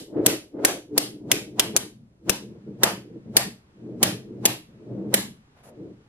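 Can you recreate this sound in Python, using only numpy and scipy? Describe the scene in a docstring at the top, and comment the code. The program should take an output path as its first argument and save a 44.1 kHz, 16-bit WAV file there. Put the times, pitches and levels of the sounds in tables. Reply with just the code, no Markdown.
"""Magnetic steel balls snapping together

A hand pushes a bar of small magnetic steel balls along a table; one cube after another jumps across and snaps on.
Each snap is a few milliseconds of ball-to-ball clicks, made of shaped noise, that a small bare room answers.
The sliding bar rumbles in the table top: rough noise excites its resonances. Fingers brush the balls near the end,
over quiet room tone and hiss. A close stereo microphone hears a wide image, and loud peaks are clipped."""
import sys
import numpy as np
from scipy import signal
from scipy.fft import rfft, irfft
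from scipy.io import wavfile
from scipy.ndimage import uniform_filter1d

SR = 44100
rng = np.random.default_rng(int(sys.argv[2]) if len(sys.argv) > 2 else 0)


def file_out(sig):
    """Save sig as 16-bit WAV at sys.argv[1]."""
    # one column per channel
    cols = np.atleast_2d(sig).T
    # limit, then scale
    lim = np.clip(cols, -1, 1)
    pcm = np.round(lim * 32767).astype(np.int16)
    wavfile.write(sys.argv[1], SR, pcm)


N = 268524  # length in samples

# The microphone's stereo image. Each row: frequency in Hz, side level over mid level in dB.
WIDTH = [(60, -20), (110, -25), (200, -18), (380, -13), (700, -9), (1300, -3), (2400, 2), (4400, 4),
         (8100, 5), (15000, 6)]


def undb(db):
    """Turn decibels into a plain gain."""
    return 10 ** (np.asarray(db) / 20)


def level(x, db):
    """Scale a sound so that its RMS (average strength) sits at the given dB."""
    return x * undb(db) / np.sqrt(np.mean(x ** 2))


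def colour(x, points):
    """Filter with the given (Hz, dB) shape that never answers early, built from the cepstrum of the log gain."""
    hz, db = np.transpose(points)
    grid_hz = np.linspace(1, SR / 2, 2049)
    log_gain = np.interp(np.log(grid_hz), np.log(hz), db) * np.log(10) / 20
    cepstrum = irfft(log_gain)
    # folding the second half onto the first makes the filter causal
    cepstrum[1:2048] *= 2
    cepstrum[2049:] = 0
    impulse = irfft(np.exp(rfft(cepstrum)))
    return signal.fftconvolve(x, impulse)[:len(x)]


def band(x, hz, width):
    """Resonance with gain 1 at its centre; the width is in Hz."""
    return signal.lfilter(*signal.iirpeak(hz, hz / width, SR), x)


def ring(x, modes):
    """Add up resonances given as (Hz, width Hz, dB), every other one with its sign flipped."""
    return sum((-1) ** k * undb(db) * band(x, hz, width) for k, (hz, width, db) in enumerate(modes))


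def walk(rate):
    """Random values around zero that glide to a new one `rate` times a second; spread about a third."""
    hold = int(SR / rate)
    steps = np.repeat(rng.standard_normal(N // hold + 1), hold)
    return 0.4 * uniform_filter1d(steps, hold)[:N]


def swells(rows):
    """Gain over time for each level column of (s, gather s, hold s, ease s, dB, ..) rows; overlaps add in power."""
    swing_db = 36.5  # climb over one gather time, and fall over one ease time
    s, gather, hold, ease, *peaks_db = np.transpose(rows)[:, :, None]
    t = np.arange(0, N, 64) / SR
    away = np.maximum(s - t, 0) / gather + np.maximum(t - s - hold, 0) / ease
    gains = []
    for db in peaks_db:
        total = np.sqrt(np.sum(undb(db - swing_db * away) ** 2, axis=0))
        gains.append(np.interp(np.arange(N) / SR, t, total))
    return gains


def stereo(mid, other, width):
    """Left and right from a mid signal and an unrelated twin that feeds the side."""
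    side = colour(other, width)
    return np.array([mid + side, mid - side])


def air():
    """Quiet room tone and microphone hiss: two coloured noises whose level wanders slowly."""
    # Tone colour of the room's background. Each row: frequency in Hz, gain in dB.
    tone_shape = [(20, -13), (60, -4), (120, -2), (300, -11), (500, -16.5), (1000, -29.5), (2500, -38),
                  (6000, -44), (12000, -49.5), (13000, -80)]
    # Tone colour of the soft hiss. Each row: frequency in Hz, gain in dB.
    hiss_shape = [(300, -30), (800, -1), (2500, -10.5), (6000, -21), (12000, -32.5), (13000, -59)]
    # Stereo image of both. Each row: frequency in Hz, side level over mid level in dB.
    air_width = [(60, -24), (110, -19), (200, -14), (380, -8), (700, -2), (1300, 3), (2400, 4), (8100, 5),
                 (15000, 7)]
    tone = level(np.array([colour(x, tone_shape) for x in rng.standard_normal((2, N))]), -59.5)
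    hiss = level(np.array([colour(x, hiss_shape) for x in rng.standard_normal((2, N))]), -71)
    # the hiss joins abruptly at 2.5 s
    hiss = hiss * (np.arange(N) > 2.5 * SR)
    return stereo(*(tone + hiss), air_width) * undb(1.3 * walk(1.7))


def brush():
    """Skin dragging lightly over the balls: a thin, bright hiss and a dull, grainy rustle, both from noise."""
    # Fingers brushing the balls as they let go. Each row: start of full level in seconds, gathering time
    # in seconds, holding time in seconds, easing time in seconds, bright hiss in dB, dull rustle in dB.
    brushes = [(5.57, 0.048, 0.042, 0.072, -81, -60), (5.638, 0.014, 0.057, 0.037, -64.5, -56.5)]
    bright_gain, dull_gain = swells(brushes)
    shape = [(1500, -25), (3000, -9.0), (5000, -3.0), (7500, 3.0),
             (8500, -9), (9700, 6.0), (12300, 3.0), (13500, -33.5)]  # (Hz, dB)
    hiss = level(np.array([colour(x, shape) for x in rng.standard_normal((2, N))]), 0)
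    # quick random level changes make the grain
    grains = rng.standard_normal((2, N)) * undb(4.6 * walk(260))
    rustle = level(band(band(grains, 540.0, 630.0), 800., 2300.0), 0)
    return stereo(*(bright_gain * hiss + dull_gain * rustle), WIDTH)


def table(blows):
    """The balls stick and slip over the top and shake its modes (resonances); each snap knocks them as well."""
    # Resonances of the table top, in three groups.
    # Each row: frequency in Hz, width in Hz, relative strength in dB.
    low_modes = [(63.04, 8.3, -22.5), (122.2, 11, 1.5), (192.9, 28, 1.5), (227.6, 29.5, -1)]
    middle_modes = [(300.5, 31.6, 1.5), (360.7, 44, -2.5), (417.6, 37, -3), (483.5, 55, -10)]
    upper_modes = [(540.5, 68, 4.5), (628.3, 42, 4), (700, 44, -3.5), (790, 44, -5), (820, 90, -7)]
    # The hand's pushes. Each row: start of full speed in seconds, gathering time in seconds, holding time
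    # in seconds, easing time in seconds, low modes in dB, middle modes in dB, upper modes in dB.
    pushes = [ (0.01, 0.11, 0.024, 0.068, -49, -39.5, -54), (0.17, 0.13, 0.11, 0.24, -34, -24.5, -35),
              (0.55, 0.045, 0.052, 0.073, -47, -34, -47), (0.60, 0.097, 0.095, 0.23, -41.5, -28, -35),
              (0.95, 0.14, 0.072, 0.46, -41.5, -34, -58), (1.30, 0.28, 0.048, 0.5, -35.5, -33, -47.5),
              (1.60, 0.3, 0.21, .2, -40.5, -38, -56), (1.95, 0.15, 0.094, 0.27, -51, -77, -86),
              (2.28, 0.096, 0.041, 0.22, -37.5, -35.5, -53), (2.42, 0.15, 0.15, 0.17, -45, -47, -62.5),
              (2.68, 0.12, 0.052, .1, -38.5, -42, -59), (2.84, 0.15, 0.061, 0.26, -32.5, -34.5, -45.5),
              (3.08, .15, 0.1, 0.1, -45, -43, -65.5), (3.32, 0.27, 0.15, 0.21, -36.5, -42.5, -53.5),
              (3.87, 0.24, 0.17, 0.24, -38.5, -38.5, -53.5), (4.04, 0.17, 0.043, 0.38, -31.5, -32.5, -45.5),
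              (4.30, 0.19, 0.22, 0.16, -43, -42.5, -66), (4.43, 0.18, 0.058, 0.24, -34.5, -38, -52.5),
              (4.68, .1, .12, 0.17, -50, -59, -72), (4.92, 0.26, 0.27, 0.17, -35, -34, -46),
              (5.16, 0.11, 0.11, 0.23, -37, -50, -62.5), (5.68, 0.1, 0.048, 0.15, -56.5, -59, -52.5),
              (5.81, 0.15, 0.063, 0.23, -41.5, -38.5, -55.5)]
    # A faster slide scrapes. The pair: dB gained per dB of the upper modes, level in dB when those stand at -40 dB.
    steep, scrape_db = (1.6, -60.5)

    gains = swells(pushes)
    gains.append(undb(scrape_db) * (gains[2] / undb(-40)) ** steep)

    # four stereo noises of uneven strength: three for the groups of modes, one for the scrape
    roughness_db = 4.9 * walk(90) + 3.0 * walk(25)
    slips = rng.standard_normal((4, 2, N)) * undb(roughness_db)
    dull = signal.butter(2, 800, fs=SR)  # soft rolling contact carries little treble
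    groups = (low_modes, middle_modes, upper_modes)
    layers = [signal.lfilter(*dull, ring(x, modes)) for x, modes in zip(slips, groups)]
    layers.append(band(band(slips[3], 1150., 700.), 1150., 900.))
    slide = sum(gain * level(x, 0) for x, gain in zip(layers, gains))

    push, rap = blows
    thud = -undb(17.5) * band(push, 110.0, 160.)
    knock = -undb(17) * band(band(rap, 330., 500.), 330., 600.)  # the rap itself, before the modes build up
    knock = knock + undb(12.0) * ring(rap, middle_modes)
    knock = knock + undb(14) * ring(rap, upper_modes)
    knock = knock + undb(8) * ring(rap, low_modes)
    return stereo(slide[0] + thud + knock, slide[1], WIDTH) * undb([[.4], [-.4]])  # slightly to the left


def voice(x, rings, less_db=0):
    """The joined bar favours two broad resonances, given as (Hz, dB) and weakened by less_db."""
    return x + sum(undb(db - less_db) * band(x, hz, .22 * hz) for hz, db in rings)


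def room(rings, treble_db):
    """The room's answer to a snap at one spot: noise that builds up, then dies band by band."""
    # How long the echo lasts. Each row: frequency in Hz, time to fall by 60 dB in seconds.
    decay_times = [(300, 0.2), (1000, 0.24), (3000, 0.29), (8000, 0.26), (11000, 0.27), (13500, .16),
                   (16000, .09)]
    # Tone colour of the echo. Each row: frequency in Hz, gain in dB.
    echo_shape = [(250, -12), (600, 4.5), (1400, -6), (3000, -8), (6000, -12), (10000, -11.5), (13000, -8),
                  (16000, -29.5)]
    t = np.arange(SR // 2) / SR
    band_hz, t60 = np.transpose(decay_times)
    spectrum = rfft(rng.standard_normal((2, len(t))))
    hz = np.linspace(0, SR / 2, len(t) // 2 + 1)
    # overlapping bands that add up to one, each with its own decay
    tail = 0
    for share, seconds in zip(np.eye(len(t60)), t60):
        part = irfft(spectrum * np.interp(hz, band_hz, share), len(t))
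        tail = tail + part * undb(-60 * t / seconds)
    build_up = 1 - np.exp(-(t / 0.039) ** 1.2)
    tail = voice(tail * build_up, rings, less_db=7.5)
    tail = tail + (undb(treble_db) - 1) * band(tail, 10000., 14000.0)
    # the walls repeat the whole cluster of contacts, which leaves uneven patches of colour
    repeats = .045 * rng.standard_normal(300) * np.exp(-np.arange(300) / 120)
    cluster = np.r_[1, repeats]
    mid, other = (colour(signal.lfilter(cluster, 1, x), echo_shape) for x in tail)
    return stereo(mid, other, WIDTH) / np.std(mid[900:2900])  # even strength from about 20 to 66 ms


def landing(first_db, chatter_db, last_ms, last_db):
    """Contact force: a first blow, chatter while the rows of balls close up, a last blow, then settling."""
    ms = np.arange(2048) * 1000 / SR
    late = np.maximum(ms - last_ms, 0)
    first = undb(first_db) ** 2 * np.exp(-(ms / 1.3) ** 2)
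    chatter = undb(chatter_db) ** 2 * np.exp(-np.maximum(ms - 5.5, 0) / 2.4)
    last = undb(last_db) ** 2 * (late > 0) * np.exp(-late / .8)
    return np.sqrt(first + chatter + last) * np.minimum(ms / .5, 1)  # fades in over half a millisecond


def clicks_of(force, rings, centre_db, first_db, treble_db, pan_db):
    """Ball-to-ball clicks: spiky noise coloured by the bar's ring, following the contact force."""
    # Tone colour of the clicks. Each row: frequency in Hz, gain in dB.
    click_shape = [(150, -41.5), (400, -9.5), (700, -4.5), (1400, -8), (3000, -5.5), (5500, -7.5),
                   (10500, -4.5), (13000, -5.5), (16000, -28.5)]
    # Stereo image of the clicks. Each row: frequency in Hz, side level over mid level in dB.
    click_width = [(200, -18), (700, -10), (1400, -4), (3000, 0), (6000, 4), (10500, 9), (15000, 8)]
    chance = rng.standard_normal((3, len(force)))
    ticks = voice(chance[:2] * undb(5 * chance[2]), rings)  # random loudness makes the noise spiky
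    ticks = ticks + (undb(0.76 * treble_db) - 1) * band(ticks, 10000., 10000.)
    mid = undb(centre_db) * colour(ticks[0], click_shape)
    side = colour(colour(ticks[1], click_shape), click_width)
    size = force / np.sqrt(np.var(mid) + np.var(side))
    # the first contact stands out more in the centre
    mid = mid * undb(first_db * np.exp(-(np.arange(len(mid)) / (.0014 * SR)) ** 2))
    return size * np.array([mid + side, mid - side]) * undb([[pan_db / 2], [-pan_db / 2]])


def skid_in():
    """The jumping cube's last slide: noise that grows as it gathers speed and rushes at the very end."""
    before = np.arange(3072)[::-1] / SR  # seconds left until contact
    speed = np.exp(-before / .018) + 4 * np.exp(-before / .003)
    skid = band(rng.standard_normal((2, len(speed))), 1500., 3800.0) * speed * undb(-47)
    # its low rumble in the table top
    drag = band(band(rng.standard_normal((2, len(speed))), 600., 430.0), 600., 700.)
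    skid = skid + drag * np.exp(-before / 0.0081) * undb(-9.5)
    return stereo(*skid, WIDTH)


def snaps():
    """Skid of the jumping cube, its clicks, their echo in the room, and the blows that pass into the table."""
    # Each cube's snap. Each row: first contact in seconds, chatter in dB, delay of the last row's contact in ms,
    # that contact in dB, bar ring in Hz, its strength in dB, upper ring in Hz, its strength in dB, centre in dB,
    # first contact's extra centre in dB, knock in dB, room in dB, treble in dB, left minus right in dB, thud in dB.
    # A start below zero lies before the sound begins, so only what follows is heard.
    snap_rows = [ (-.125, -12, 5, -10, 3070, -9, 3510, -25, 0, 2, -26, -30.5, 8, 0, -55),
                 (.2622, -15, 3.2, 1, 2920, -10, 6000, -10.5, -1, 7, -29, -31, 1.5, 1.5, -39.5),
                 (.6490, -12.5, 3, -3, 1700, 8, 5960, -1.5, -2.5, 8.5, -31, -30.5, -1.5, 1.5, -69),
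                 (0.9783, -16, 3.53, -5, 3400, -11.5, 4860, 3.5, -0.5, 6.5, -27.5, -36, 2.7, 3, -43),
                 (1.3156, -14, 2.4, -6, 2500, 17.5, 5650, 6, 0, 9.5, -29.5, -35, 3.5, 5.5, -47),
                 (1.5958, -12, 5, -9.5, 3120, 8.5, 5200, 1, 0.5, 6.5, -29, -35, -2.5, 0.5, -52.5),
                 (1.7643, -13.5, 9.2, -14, 3300, -2, 6250, 3.5, -2.4, 10, -31.5, -40.5, 0.5, 2, -45.5),
                 (2.2952, -16, 2.9, -26.5, 3180, -4, 5470, -2, -3, 10, -23.5, -37, -5, 7.5, -33),
                 (2.8333, -8.5, 1.5, -8, 1720, 3, 2850, -9, -4, 4.5, -22, -27, -7.5, 0, -57),
                 (3.3668, -7, 1.6, 0.5, 1950, 0.5, 4477, 2, -3.4, 1.5, -26, -30.5, -0.5, 2, -46),
                 (4.029, -10, 7.3, -10.5, 3100, -3.5, 6000, -22.5, -1, 3.5, -25.5, -30.5, -4, -0.2, -53.5),
                 (4.4540, -9.5, 6.2, -7.5, 2800, -0.5, 4860, -9.5, -2.5, -2, -29, -32.5, -1, 2.5, -50),
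                 (5.1407, -12, 4.4, -11, 1890, 9.5, 2980, -1, -1, 3, -22.5, -33, 3.5, -2, -56)]
    lead = 12288  # spare samples ahead of time zero
    out, blows = np.zeros((2, N + 3 * lead)), np.zeros((2, N + 3 * lead))
    for s, chatter_db, last_ms, last_db, *sound in snap_rows:
        rings = np.reshape(sound[:4], (2, 2))
        centre_db, first_db, knock_db, room_db, treble_db, pan_db, thud_db = sound[4:]
        force = landing(-4.5, chatter_db, last_ms, last_db)  # the first blow is alike for every cube
        start = lead + int(s * SR)
        end = start + len(force)
        out[:, start:end] += clicks_of(force, rings, centre_db, first_db, treble_db, pan_db)
        tail = undb(room_db) * room(rings, treble_db)
        out[:, start:start + tail.shape[1]] += tail
        skid = skid_in()
        out[:, start - skid.shape[1]:start] += skid
        # the landing pushes the table for 180 samples (four milliseconds); the first contact raps it for 64
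        pulses = np.array([np.pad(np.hanning(n), (0, len(force) - n)) for n in (180, 64)])
        blows[:, start:end] += undb([[thud_db], [knock_db]]) * pulses
    return out[:, lead:lead + N], blows[:, lead:lead + N]


def scene():
    """Add the snaps, the table they knock, the brushing fingers and the room's quiet background."""
    clicks, blows = snaps()
    return clicks + table(blows) + brush() + air()


def record(dry):
    """The input clips at 0.88 of full scale, then a steep low-pass cuts everything above 16.2 kHz."""
    clipped = np.clip(dry, -.88, .88)
    low_pass = signal.ellip(8, .2, 70, 16200, fs=SR, output="sos")
    return signal.sosfilt(low_pass, clipped)


dry = scene()
out = record(dry)
file_out(out)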